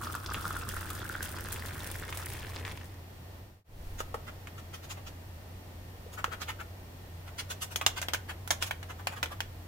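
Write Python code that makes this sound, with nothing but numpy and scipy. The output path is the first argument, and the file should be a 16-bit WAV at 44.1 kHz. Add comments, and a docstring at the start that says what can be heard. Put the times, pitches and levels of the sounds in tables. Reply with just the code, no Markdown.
"""Hot milk poured, then stirred

Milk runs into a glass mug: swarms of gliding sines plop near the air column's pitch, short noise pops crackle as froth.
The sound dips almost to silence; then a steel spoon scrapes and knocks on one full mug and the next, as noisy
contact forces exciting damped glass modes. A wavering hum, low rumble, soft bumps, hiss and faint whines lie
beneath, and a short diffuse kitchen tail follows milk and spoon."""
import sys
import numpy as np
from scipy import signal
from scipy.fft import rfft, irfft, next_fast_len
from scipy.io import wavfile
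from scipy.ndimage import uniform_filter1d, map_coordinates

SR = 44100
rng = np.random.default_rng(int(sys.argv[2]) if len(sys.argv) > 2 else 0)


def wrap_up_sound(samples):
    """Save the sound to the file named by the first command line argument, as 16-bit audio."""
    columns = np.atleast_2d(samples).T
    # keep every value between -1 and 1, then stretch to whole-number steps
    tamed = np.clip(columns, -1, 1)
    steps = np.round(tamed * 32767).astype(np.int16)
    wavfile.write(sys.argv[1], SR, steps)


N = 426447  # length [samples]


def amp(db):
    """Decibels to gain."""
    return 10 ** (np.asarray(db) / 20)


def unit(x):
    """Scale to rms 1."""
    return x / np.sqrt(np.mean(x ** 2) + 1e-20)


def along(points, hz):
    """Read (frequency, value) points on a logarithmic frequency axis."""
    f, value = np.transpose(points)
    return np.interp(np.log(hz + 1), np.log(f + 1), value)


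def curves(rows):
    """Read each column after the time as a curve with one value per sample."""
    times, *columns = np.transpose(rows)
    t = np.arange(N) / SR
    return [np.interp(t, times, column) for column in columns]


def wobble(rate):
    """A smooth random curve with `rate` knots a second."""
    knots = rng.standard_normal(int(N * rate / SR) + 4)
    return map_coordinates(knots, [np.arange(N) * rate / SR])


def filtered(x, response):
    """Multiply the spectrum of x by a response given as a function of frequency."""
    n = x.shape[-1]
    padded = next_fast_len(n + 4096)
    spectrum = rfft(x, padded) * response(np.fft.rfftfreq(padded, 1 / SR))
    return irfft(spectrum, padded)[..., :n]


def colour(x, spectrum):
    """Shape x with a (frequency, level) spectrum."""
    return filtered(x, lambda hz: amp(along(spectrum, hz)))


def stereo(pair, side):
    """Use two unrelated signals as middle and side."""
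    middle, difference = pair[0], side * pair[1]
    return np.array([middle + difference, middle - difference])


def add(track, s, sound):
    """Mix a sound into the track at s seconds."""
    start = max(round(s * SR), 0)
    part = track[:, start:start + sound.shape[-1]]
    part += sound[:, :part.shape[-1]]


def overlay(s, sounds):
    """Sum one channel of short sounds, one row per event, at their times s."""
    index = (s * SR).astype(int)[:, None] + np.arange(sounds.shape[1])
    return np.bincount(index.ravel(), sounds.ravel(), N)[:N]


def grains(s, hz, cycles, gain, rise):
    """Damped sines, one per event, gliding up by `rise` and given a random phase gap between the ears."""
    t = np.arange(SR // 50) / SR
    age = t * (hz / cycles)[:, None]
    phase = 2 * np.pi * hz[:, None] * t * (1 + rise * np.minimum(age, 2) / 2)
    decay = np.exp(-2 * age)
    onset = 1 - np.exp(-8 * age)
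    life = gain[:, None] * decay * onset
    lag = 0.29 * rng.standard_normal((len(s), 1))
    return np.array([overlay(s, life * np.sin(phase + ear * lag)) for ear in (1, -1)])


def bursts(s, gain, t60):
    """Tiny pops: decaying puffs of noise, each with a sharper first edge."""
    t = np.arange(SR // 100) / SR
    noise = stereo(rng.standard_normal((2, len(s), len(t))), side=0.75)
    edge = 1 + 1.5 * np.exp(-t / 0.00027)
    puffs = noise * amp(-60 * t / t60) * edge
    return np.array([overlay(s, gain[:, None] * ear) for ear in puffs])


def surges(rows, rise_s, fall_s):
    """An envelope that swells up to each (time, level) event and dies away after it."""
    t = np.arange(N) / SR
    envelope = 0
    for s, db in rows:
        slope = np.minimum((t - s) / rise_s, (s - t) / fall_s)
        envelope = envelope + amp(db) * np.exp(np.maximum(slope, -20))
    return envelope


def steady(x):
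    """Even out loudness to about rms 1, following power over roughly an eighth of a second."""
    power = uniform_filter1d(np.mean(x ** 2, 0), SR // 8)
    power = np.abs(uniform_filter1d(power, SR // 20))
    return x / np.sqrt(power + 1e-3 * power.max())


# spectrum of the room hiss: (frequency [Hz], relative level [dB])
HISS_SPECTRUM = [(76, -36), (130, -1.5), (300, -5), (430, -7.5), (680, -7), (1300, -15), (1900, -16),
                 (4400, -22), (7500, -27), (11300, -28), (15000, -21.5), (15800, -36)]
# likeness of the hiss in the two ears: (frequency [Hz], left-right correlation [-1 to 1])
HISS_LIKENESS = [(60, .99), (180, 0.97), (550, 0.5), (1650, -0.25), (15000, -0.13)]


def room_hiss():
    """Coloured noise whose middle and side balance sets how alike the ears are at each frequency."""
    def middle_and_side(hz):
        angle = np.arccos(np.clip(along(HISS_LIKENESS, hz), -1, 1)) / 2
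        return amp(along(HISS_SPECTRUM, hz)) * [np.cos(angle), np.sin(angle)]
    pair = filtered(rng.standard_normal((2, N)), middle_and_side)
    return amp(-52.0 + 0.12 * wobble(2.1)) * unit(stereo(pair, side=1))


# mean level of the hum: (time [s], level [dB])
HUM_LEVEL = [(2.7, -44.5), (3.1, -48.5), (7.2, -49), (7.8, -46.5)]


def appliance_hum():
    """A low sine wandering in phase and level."""
    t = np.arange(N) / SR
    level_db, = curves(HUM_LEVEL)
    tone = np.sin(2 * np.pi * 89.5 * t + 0.9 * wobble(20))
    return amp(level_db + 1.3 * wobble(21)) * unit(tone)


# spectrum of the rumble: (frequency [Hz], relative level [dB])
RUMBLE_SPECTRUM = [(15, -21), (28, -1.5), (43, -8), (56, -2), (75, -4), (120, -5), (170, -15.5),
                   (300, -45.5)]
# strength of the milk stream, also driving pour(); it falters once and thins out: (time [s], relative level [dB])
STREAM_FLOW = [(0, 1.5), (.15, 0), (.22, -7), (.32, 2.5), (.6, 0), (2.7, -1), (2.84, -10), (3.1, -28)]
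RUMBLE_DB, POUR_RUMBLE_DB = -52, -47  # constant part; part following the stream, at 0 dB flow


def rumble():
    """Low noise, nearly the same in both ears, stronger while the stream runs."""
    flow_db, = curves(STREAM_FLOW)
    gain = np.hypot(amp(RUMBLE_DB), amp(POUR_RUMBLE_DB + flow_db))
    noise = colour(rng.standard_normal((2, N)), RUMBLE_SPECTRUM)
    return gain * unit(stereo(noise, side=.12))


# soft low bumps of handling: (time [s], level [dB])
HANDLING_BUMPS = [(.77, -47), (3.72, -46), (3.84, -46.5), (3.96, -47)]
BUMP_RISE_S, BUMP_FALL_S = 0.065, 0.14


def handling_bumps():
    """Low noise that swells and dies away at each bump."""
    thud = colour(rng.standard_normal(N), [(20, -8), (38, -8), (70, -17), (400, -54.5)])
    return surges(HANDLING_BUMPS, BUMP_RISE_S, BUMP_FALL_S) * unit(thud)


# faint whines: (frequency [Hz], level [dB])
FAINT_WHINES = [(1830, -73), (1990, -78), (2821, -80), (3289, -80), (4441, -80), (5529, -80), (11989, -83),
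                (13814, -76)]


def whines():
    """Thin sines, their phase wavering separately in each ear."""
    t = np.arange(N) / SR
    total = 0
    for hz, db in FAINT_WHINES:
        waver = 0.41 * np.array([wobble(30), wobble(30)])
        total = total + amp(db) * unit(np.sin(2 * np.pi * hz * t + waver))
    return total


def background():
    """The bed of hiss, hum, rumble, bumps and whines."""
    return room_hiss() + appliance_hum() + rumble() + handling_bumps() + whines()


# how long the room rings: (frequency [Hz], 60 dB decay time [s])
KITCHEN_DECAY = [(200, 0.59), (2000, 0.29), (12000, 0.19)]


def kitchen(x):
    """The room's short diffuse tail: noise decaying at its own rate in each band, convolved with x."""
    hz, t, bands = signal.stft(rng.standard_normal((2, SR // 2)), SR, nperseg=256)
    decay = amp(-60 * t / along(KITCHEN_DECAY, hz)[:, None])
    tail = signal.istft(bands * decay, SR, nperseg=256)[1]
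    return signal.oaconvolve(x, tail / np.linalg.norm(tail[0]), axes=1)[:, :N]


# modes of each full mug with the spoon in it: (frequency [Hz], width [Hz], mean relative level [dB])
FIRST_MUG_MODES = [(530, 350, -3), (1303, 205, 4.5), (2076, 67, -10), (2890, 250, -5.5), (3280, 66, -8),
                   (5040, 130, -15), (6740, 170, -3.5)]
SECOND_MUG_MODES = [(970, 340, -1), (1492, 200, 2), (2047, 37, -4.5), (2567, 48, -1), (2860, 115, 0.5),
                    (3270, 110, -1.5), (3460, 160, -3.5), (3760, 37, -9), (3830, 25, -8), (4350, 71, -5.5),
                    (5170, 58, -6), (5380, 110, -8), (6390, 70, -2), (7030, 120, -3.5), (7800, 57, -15),
                    (8430, 74, -4), (10850, 97, -5)]
CHANGE_MUG_S = 7.1  # touches from here on sound the second mug
# spectrum of the crack and echo noise: (frequency [Hz], relative level [dB per Hz])
CONTACT_SPECTRUM = [(100, -38), (300, -6), (600, 0), (1000, 0.5), (3300, -3.5), (4600, -9.5), (7000, -7),
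                    (9400, -11), (11000, -8), (15500, -9)]


def mug_response(s, crack_db, crack_t60, counter_db, counter_t60):
    """One touch of the spoon: modes damped by the drink, a short crack, diffuse echoes off counter and wall."""
    t = np.arange(SR // 7) / SR
    modes = FIRST_MUG_MODES if s < CHANGE_MUG_S else SECOND_MUG_MODES
    hz, width, db = np.transpose(modes)[:, :, None]
    # every touch catches the modes in a different balance
    strength = width * amp(db + 2.1 * rng.standard_normal((2, len(hz), 1)))
    phase = 2 * np.pi * (hz * t + rng.random((2, len(hz), 1)))
    ring = np.sum(strength * np.sin(phase) * np.exp(-np.pi * width * t), 1)
    crack, echoes = colour(rng.standard_normal((2, 2, len(t))), CONTACT_SPECTRUM)
    direct = unit(ring) + amp(crack_db) * unit(crack * amp(-60 * t / crack_t60))
    return stereo(direct, side=0.93) + amp(counter_db) * unit(echoes * amp(-60 * t / counter_t60))


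CONTACT_PEAK_DB, CONTACT_OCTAVES = 8, 0.83  # height and width of the emphasis around the contact pitch
MIDDLE_HZ, BODY_HZ = 2500, 790  # pitch of a middling contact; the treble tilt is flat below BODY_HZ
# treble slope of a middling contact, and its change per octave of contact pitch
TILT_DB_PER_OCTAVE, HARDER_DB_PER_OCTAVE = -1.44, 0.38


def contact_colour(hz, pitch_hz):
    """A contact favours the modes near its pitch; a harder one is higher and has more treble."""
    slope_db = TILT_DB_PER_OCTAVE + HARDER_DB_PER_OCTAVE * np.log2(pitch_hz / MIDDLE_HZ)
    distance = np.log2((hz + 1) / pitch_hz) / CONTACT_OCTAVES
    peak_db = CONTACT_PEAK_DB * np.exp(-.5 * distance ** 2)
    return amp(peak_db + slope_db * np.log2(np.maximum(hz, BODY_HZ) / MIDDLE_HZ))


def touch(s, force, pitch_hz):
    """The mug's answer to a contact force, with the energy of 40 ms at rms 1."""
    response = mug_response(s, crack_db=2.0, crack_t60=0.038, counter_db=0.5, counter_t60=0.12)
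    sound = signal.fftconvolve(force[None], response, axes=1)
    sound = filtered(sound, lambda hz: contact_colour(hz, pitch_hz))
    return unit(sound) * np.sqrt(.04 * SR / sound.shape[1])


def friction(t, spread_db):
    """Spiky stick-slip force of steel on glass: noise with a random level at each sample."""
    spikes = amp(spread_db * rng.standard_normal(len(t)))
    return unit(rng.standard_normal(len(t)) * spikes)


# spoon knocks: (time [s], chatter decay [s], relative level [dB], contact pitch [Hz])
SPOON_KNOCKS = [(4.0043, .006, -38.5, 1280), (4.143, .009, -38.5, 790), (4.472, .008, -49, 2760),
                (6.2427, 0.00097, -31, 1830), (6.4174, .002, -44, 3390), (7.7593, 0.0026, -33, 6000),
                (7.8128, 0.0092, -36, 1600), (7.8637, 0.0019, -23.5, 4670), (8.016, .01, -39, 7140),
                (8.026, .004, -39, 2000), (8.0845, 0.0024, -37, 2580), (8.135, 0.0076, -32, 4520),
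                (8.146, .003, -35.5, 1900), (8.476, .005, -44, 9000), (8.5058, 0.011, -27, 5740),
                (8.6246, .004, -33.5, 5000), (8.7092, 0.0036, -35, 2280), (8.829, .0033, -48, 1900),
                (9.071, 0.0019, -33, 2940), (9.2293, 0.0069, -31.5, 3100), (9.258, .0022, -45.5, 2810),
                (9.4046, .001, -35.5, 3180)]


def knocks():
    """A single hit followed by a brief chatter of friction."""
    track, t = np.zeros((2, N)), np.arange(SR // 8) / SR
    for s, chatter_s, db, pitch_hz in SPOON_KNOCKS:
        force = 0.065 * friction(t, spread_db=6.5) * np.exp(-t / max(chatter_s, 1e-4))
        force[0] += 1  # the hit itself
        add(track, s, amp(db) * touch(s, force, pitch_hz))
    return track


# spoon sliding along the wall: (middle time [s], relative level [dB], contact pitch [Hz])
SPOON_SCRAPES = [(3.998, -43.5, 5540), (4.281, -45.5, 1620), (4.586, -50.5, 3870), (4.745, -45, 4690),
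                 (4.842, -50.5, 4920), (4.91, -42, 5700), (4.978, -51, 1400), (5.075, -47.5, 3940),
                 (6.139, -50, 9000), (6.188, -41, 1550), (6.329, -39, 2060), (6.42, -40.5, 3900),
                 (6.493, -37, 2610), (6.606, -42, 1630), (7.279, -51, 1800), (7.395, -37, 4280),
                 (7.511, -38, 5260), (7.627, -36, 6750), (7.72, -46, 6000), (7.976, -37, 3870),
                 (8.3, -40, 1700), (8.627, -35.5, 5600), (8.67, -43.5, 6530), (8.903, -44, 1180),
                 (9.0, -49, 1100), (9.127, -44.5, 1130), (9.172, -45, 1370), (9.321, -43, 1070)]
SCRAPE_RISE_S, SCRAPE_FALL_S = 0.013, .016  # the spoon catches the wall quickly and lets go more slowly


def scrapes():
    """Friction that swells and fades as the spoon slides along the glass."""
    track, t = np.zeros((2, N)), np.arange(SR // 8) / SR
    age = t - t.mean()
    swell = np.exp(-(age / np.where(age < 0, SCRAPE_RISE_S, SCRAPE_FALL_S)) ** 2)
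    for s, db, pitch_hz in SPOON_SCRAPES:
        force = friction(t, spread_db=5) * swell
        add(track, s - t.mean(), amp(db) * touch(s, force, pitch_hz))
    return track


# hollow thuds as the spoon works through the first mug: (time [s], relative level [dB], pitch [Hz])
SPOON_THUDS = [(4.004, -27, 570), (4.143, -25.5, 464), (4.978, -40, 570), (6.063, -35, 468),
               (6.279, -33, 480)]


def thuds():
    """Dull, quickly damped sines in the drink, without a glide."""
    s, db, hz = np.transpose(SPOON_THUDS)
    return grains(s, hz, cycles=4.7, gain=amp(db), rise=0)


# lean of the spoon between the ears: (frequency [Hz], left minus right [dB])
SPOON_BALANCE = [(550, 1), (2000, 0), (6000, -1), (14000, -4.5)]


def spoon():
    """Knocks, scrapes and thuds, leaning to one side more or less with frequency."""
    track = knocks() + scrapes() + thuds()
    return filtered(track, lambda hz: amp(np.outer([.5, -.5], along(SPOON_BALANCE, hz))))


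POUR_END_S = 3.1


def swarm(rate, spread_db):
    """Times and gains of random pour events: little clusters, many small, a few large."""
    draw = rng.random((int(rate * POUR_END_S), 3))
    s = draw[:, 0] * POUR_END_S
    # every second event follows on the heels of another
    s[1::2] = s[:-1:2] - .004 * np.log(draw[1::2, 2] + 0.00078)
    return s, amp(-spread_db * np.log(draw[:, 1] + .012))


SOUND_M_PER_S = 343
AIR_COLUMN_M, FILL_M_PER_S = .069, 0.0096  # empty height above the milk at the start; how fast the milk rises


def column_hz(s):
    """Quarter-wave pitch of the air above the rising milk."""
    return SOUND_M_PER_S / (4 * (AIR_COLUMN_M - FILL_M_PER_S * s))


def bubbles():
    """Trapped air rings near the air column's pitch; as the mug fills the pitches scatter and the ring shortens."""
    s, size = swarm(rate=420, spread_db=4.5)
    scatter = np.interp(s, [.5, 2.2], [.1, .19])
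    cycles = np.interp(s, [.55, 1.8], [4.6, 2.4])
    hz = column_hz(s) * np.exp(scatter * rng.standard_normal(len(s)))
    return steady(grains(s, hz, cycles, size, rise=0.027))


# resonances of the filling mug's wall: (frequency [Hz], width [Hz], level against the direct sound [dB])
WALL_MODES = [(2696, 34, 4), (3420, 160, -4.5), (5040, 230, -1)]


def in_mug(x):
    """Whatever strikes the milk also rings the glass wall: resonances added to the direct sound."""
    def response(f):
        total = 1
        for centre, width, db in WALL_MODES:
            total = total + amp(db) * 1j * f * width / (centre * centre - f * f + 1j * f * width)
        return total
    return filtered(x, response)


# spectrum of spray and slaps: (frequency [Hz], relative level [dB])
SPLASH_SPECTRUM = [(300, -6), (1000, 7), (2200, -4), (3500, 1), (5200, -7.5), (7000, -6), (15000, -28)]


def splash():
    """Small short-lived bubbles and noisy spray where the stream enters."""
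    s, size = swarm(rate=380, spread_db=5)
    hz = 3900 * np.exp(0.4 * rng.standard_normal(len(s)))
    small = grains(s, hz, cycles=5.7, gain=size, rise=0.078)
    spray = colour(bursts(s, size, t60=0.061), SPLASH_SPECTRUM)
    return steady(in_mug(unit(small) + amp(4.5) * unit(spray)))


# spectrum of froth and its large bursts: (frequency [Hz], relative level [dB])
FROTH_SPECTRUM = [(500, -16), (2500, -1.5), (5000, -3), (7700, -0.5), (8600, 2.5), (11000, -0.5),
                  (15500, 1)]


def froth():
    """Pops of the foam, with fainter high pings, over a fine hiss."""
    s, size = swarm(rate=420, spread_db=4.5)
    hz = 10000 * np.exp(0.213 * rng.standard_normal(len(s)))
    pings = grains(s, hz, cycles=19, gain=size, rise=0.056)
    pops = unit(bursts(s, size, t60=0.019)) + amp(-13.5) * unit(pings)
    hiss = amp(-4.5) * rng.standard_normal((2, N))
    return steady(colour(pops + hiss, FROTH_SPECTRUM))


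# spectrum of the gurgle: (frequency [Hz], relative level [dB])
GURGLE_SPECTRUM = [(60, -17), (150, -3.5), (400, 1), (700, -0.5), (1100, 7), (2000, -27)]


def gurgle():
    """Deep, widely scattered bubbles whose pitch climbs as the mug fills."""
    s, size = swarm(rate=260, spread_db=0)
    hz = np.interp(s, [.3, 1.9], [270, 430]) * np.exp(0.448 * rng.standard_normal(len(s)))
    deep = grains(s, hz, cycles=2.3, gain=size, rise=0.059)
    return steady(colour(deep, GURGLE_SPECTRUM))


# large froth bubbles bursting, also heard as ticks in drops(): (time [s], relative level [dB])
FROTH_BURSTS = [(0.152, -27.5), (0.6908, -22), (0.904, -24), (1.2275, -21.5), (1.291, -30), (1.5219, -24.5),
                (1.6602, -29.5), (1.8444, -26), (1.915, -25), (2.1735, -23), (2.2592, -25.5), (2.335, -33),
                (2.844, -40)]
SPLASH_DB, FROTH_DB, GURGLE_DB = -50.5, -48.5, -51  # at 0 dB flow
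BUBBLE_DB, BUBBLE_FADE_DB_PER_S = -43.5, 2.5  # at the start and 0 dB flow; the growing foam quietens the bubbles
FOAM_HEAD_S, FOAM_HEAD_DB = 2.35, -5  # from here, under a thick head, the froth calms
CRACKLE_DB, CRACKLE_S = -21.5, 0.021  # froth set off by a large burst: level against the burst, decay time


def pour():
    """One flow drives bubbles, splash, froth and gurgle; each large burst sets the froth crackling."""
    t = np.arange(N) / SR
    flow_db, = curves(STREAM_FLOW)
    head_db, = curves([(FOAM_HEAD_S, 0), (FOAM_HEAD_S + .05, FOAM_HEAD_DB)])
    milk = amp(BUBBLE_DB - BUBBLE_FADE_DB_PER_S * t) * bubbles()
    milk = milk + amp(SPLASH_DB) * splash() + amp(GURGLE_DB) * gurgle()
    crackle = amp(CRACKLE_DB) * surges(FROTH_BURSTS, rise_s=0.0043, fall_s=CRACKLE_S)
    foam = amp(FROTH_DB + flow_db + head_db + 1.9 * wobble(18)) + crackle
    return amp(flow_db) * milk + foam * froth()


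# large bubbles: (time [s], relative level [dB])
LARGE_BUBBLES = [(0.0704, -19.5), (0.151, -20), (0.312, -22), (0.409, -29), (0.4541, -17), (0.507, -19),
                 (0.5651, -19), (0.7667, -21), (1.097, -23), (1.1528, -18.5), (1.2067, -20)]
# drops slapping the surface: (time [s], relative level [dB], mean pitch [Hz])
SURFACE_SLAPS = [(0.262, -18.5, 5120), (.345, -15.5, 2500), (1.561, -24.5, 2740), (2.036, -26, 1800),
                 (2.1261, -17, 2060), (2.2, -25, 1620), (2.5619, -21, 3680), (2.651, -21, 1800),
                 (2.6787, -22, 1950), (2.714, -25, 2200), (2.7748, -28, 2670)]
SLAP_BUBBLE_S, SLAP_BUBBLE_DB = .005, -6  # bubble train under a slap: typical spacing, level step per bubble


def drops():
    """Large bubbles at the air column's pitch, slaps with a train of bubbles, and sharp ticks of bursting froth."""
    s, db = np.transpose(LARGE_BUBBLES)
    plop_hz = column_hz(s) * np.exp(0.044 * rng.standard_normal(len(s)))
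    plops = grains(s, plop_hz, cycles=5.3, gain=amp(db), rise=0.015)
    s, db, hz = np.transpose(SURFACE_SLAPS)
    slaps = amp(-16) * colour(bursts(s, amp(db), t60=0.033), SPLASH_SPECTRUM)
    for k in range(3):
        late, detune = rng.standard_normal((2, len(s)))
        bubble_s = s + k * SLAP_BUBBLE_S * np.exp(0.249 * late)
        bubble_hz = hz * np.exp(0.13 * detune)
        gain = amp(db + k * SLAP_BUBBLE_DB)
        slaps = slaps + grains(bubble_s, bubble_hz, cycles=1.85, gain=gain, rise=0.026)
    s, db = np.transpose(FROTH_BURSTS)
    ticks = amp(-10.5) * colour(bursts(s, amp(db), t60=0.023), FROTH_SPECTRUM)
    return plops + in_mug(slaps) + ticks


def scene():
    """Milk, then spoon, with the kitchen's tail over the background."""
    milk, stirring = pour() + drops(), spoon()
    tail = kitchen(amp(-7.5) * milk + amp(-15.0) * stirring)
    return milk + stirring + tail + background()


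# fade out and in of the whole sound: (time [s], gain [factor])
FADE_GAIN = [(3.38, 0.91), (3.52, 0.42), (3.64, 0.008), (3.76, 0.65), (3.87, 1)]
TOP_HZ = 15850  # nothing sounds above this


def record(dry):
    """A fade out and in between pouring and stirring, then the band limit."""
    fade, = curves(FADE_GAIN)
    return filtered(dry * fade, lambda hz: hz < TOP_HZ)


dry = scene()
out = record(dry)
wrap_up_sound(out)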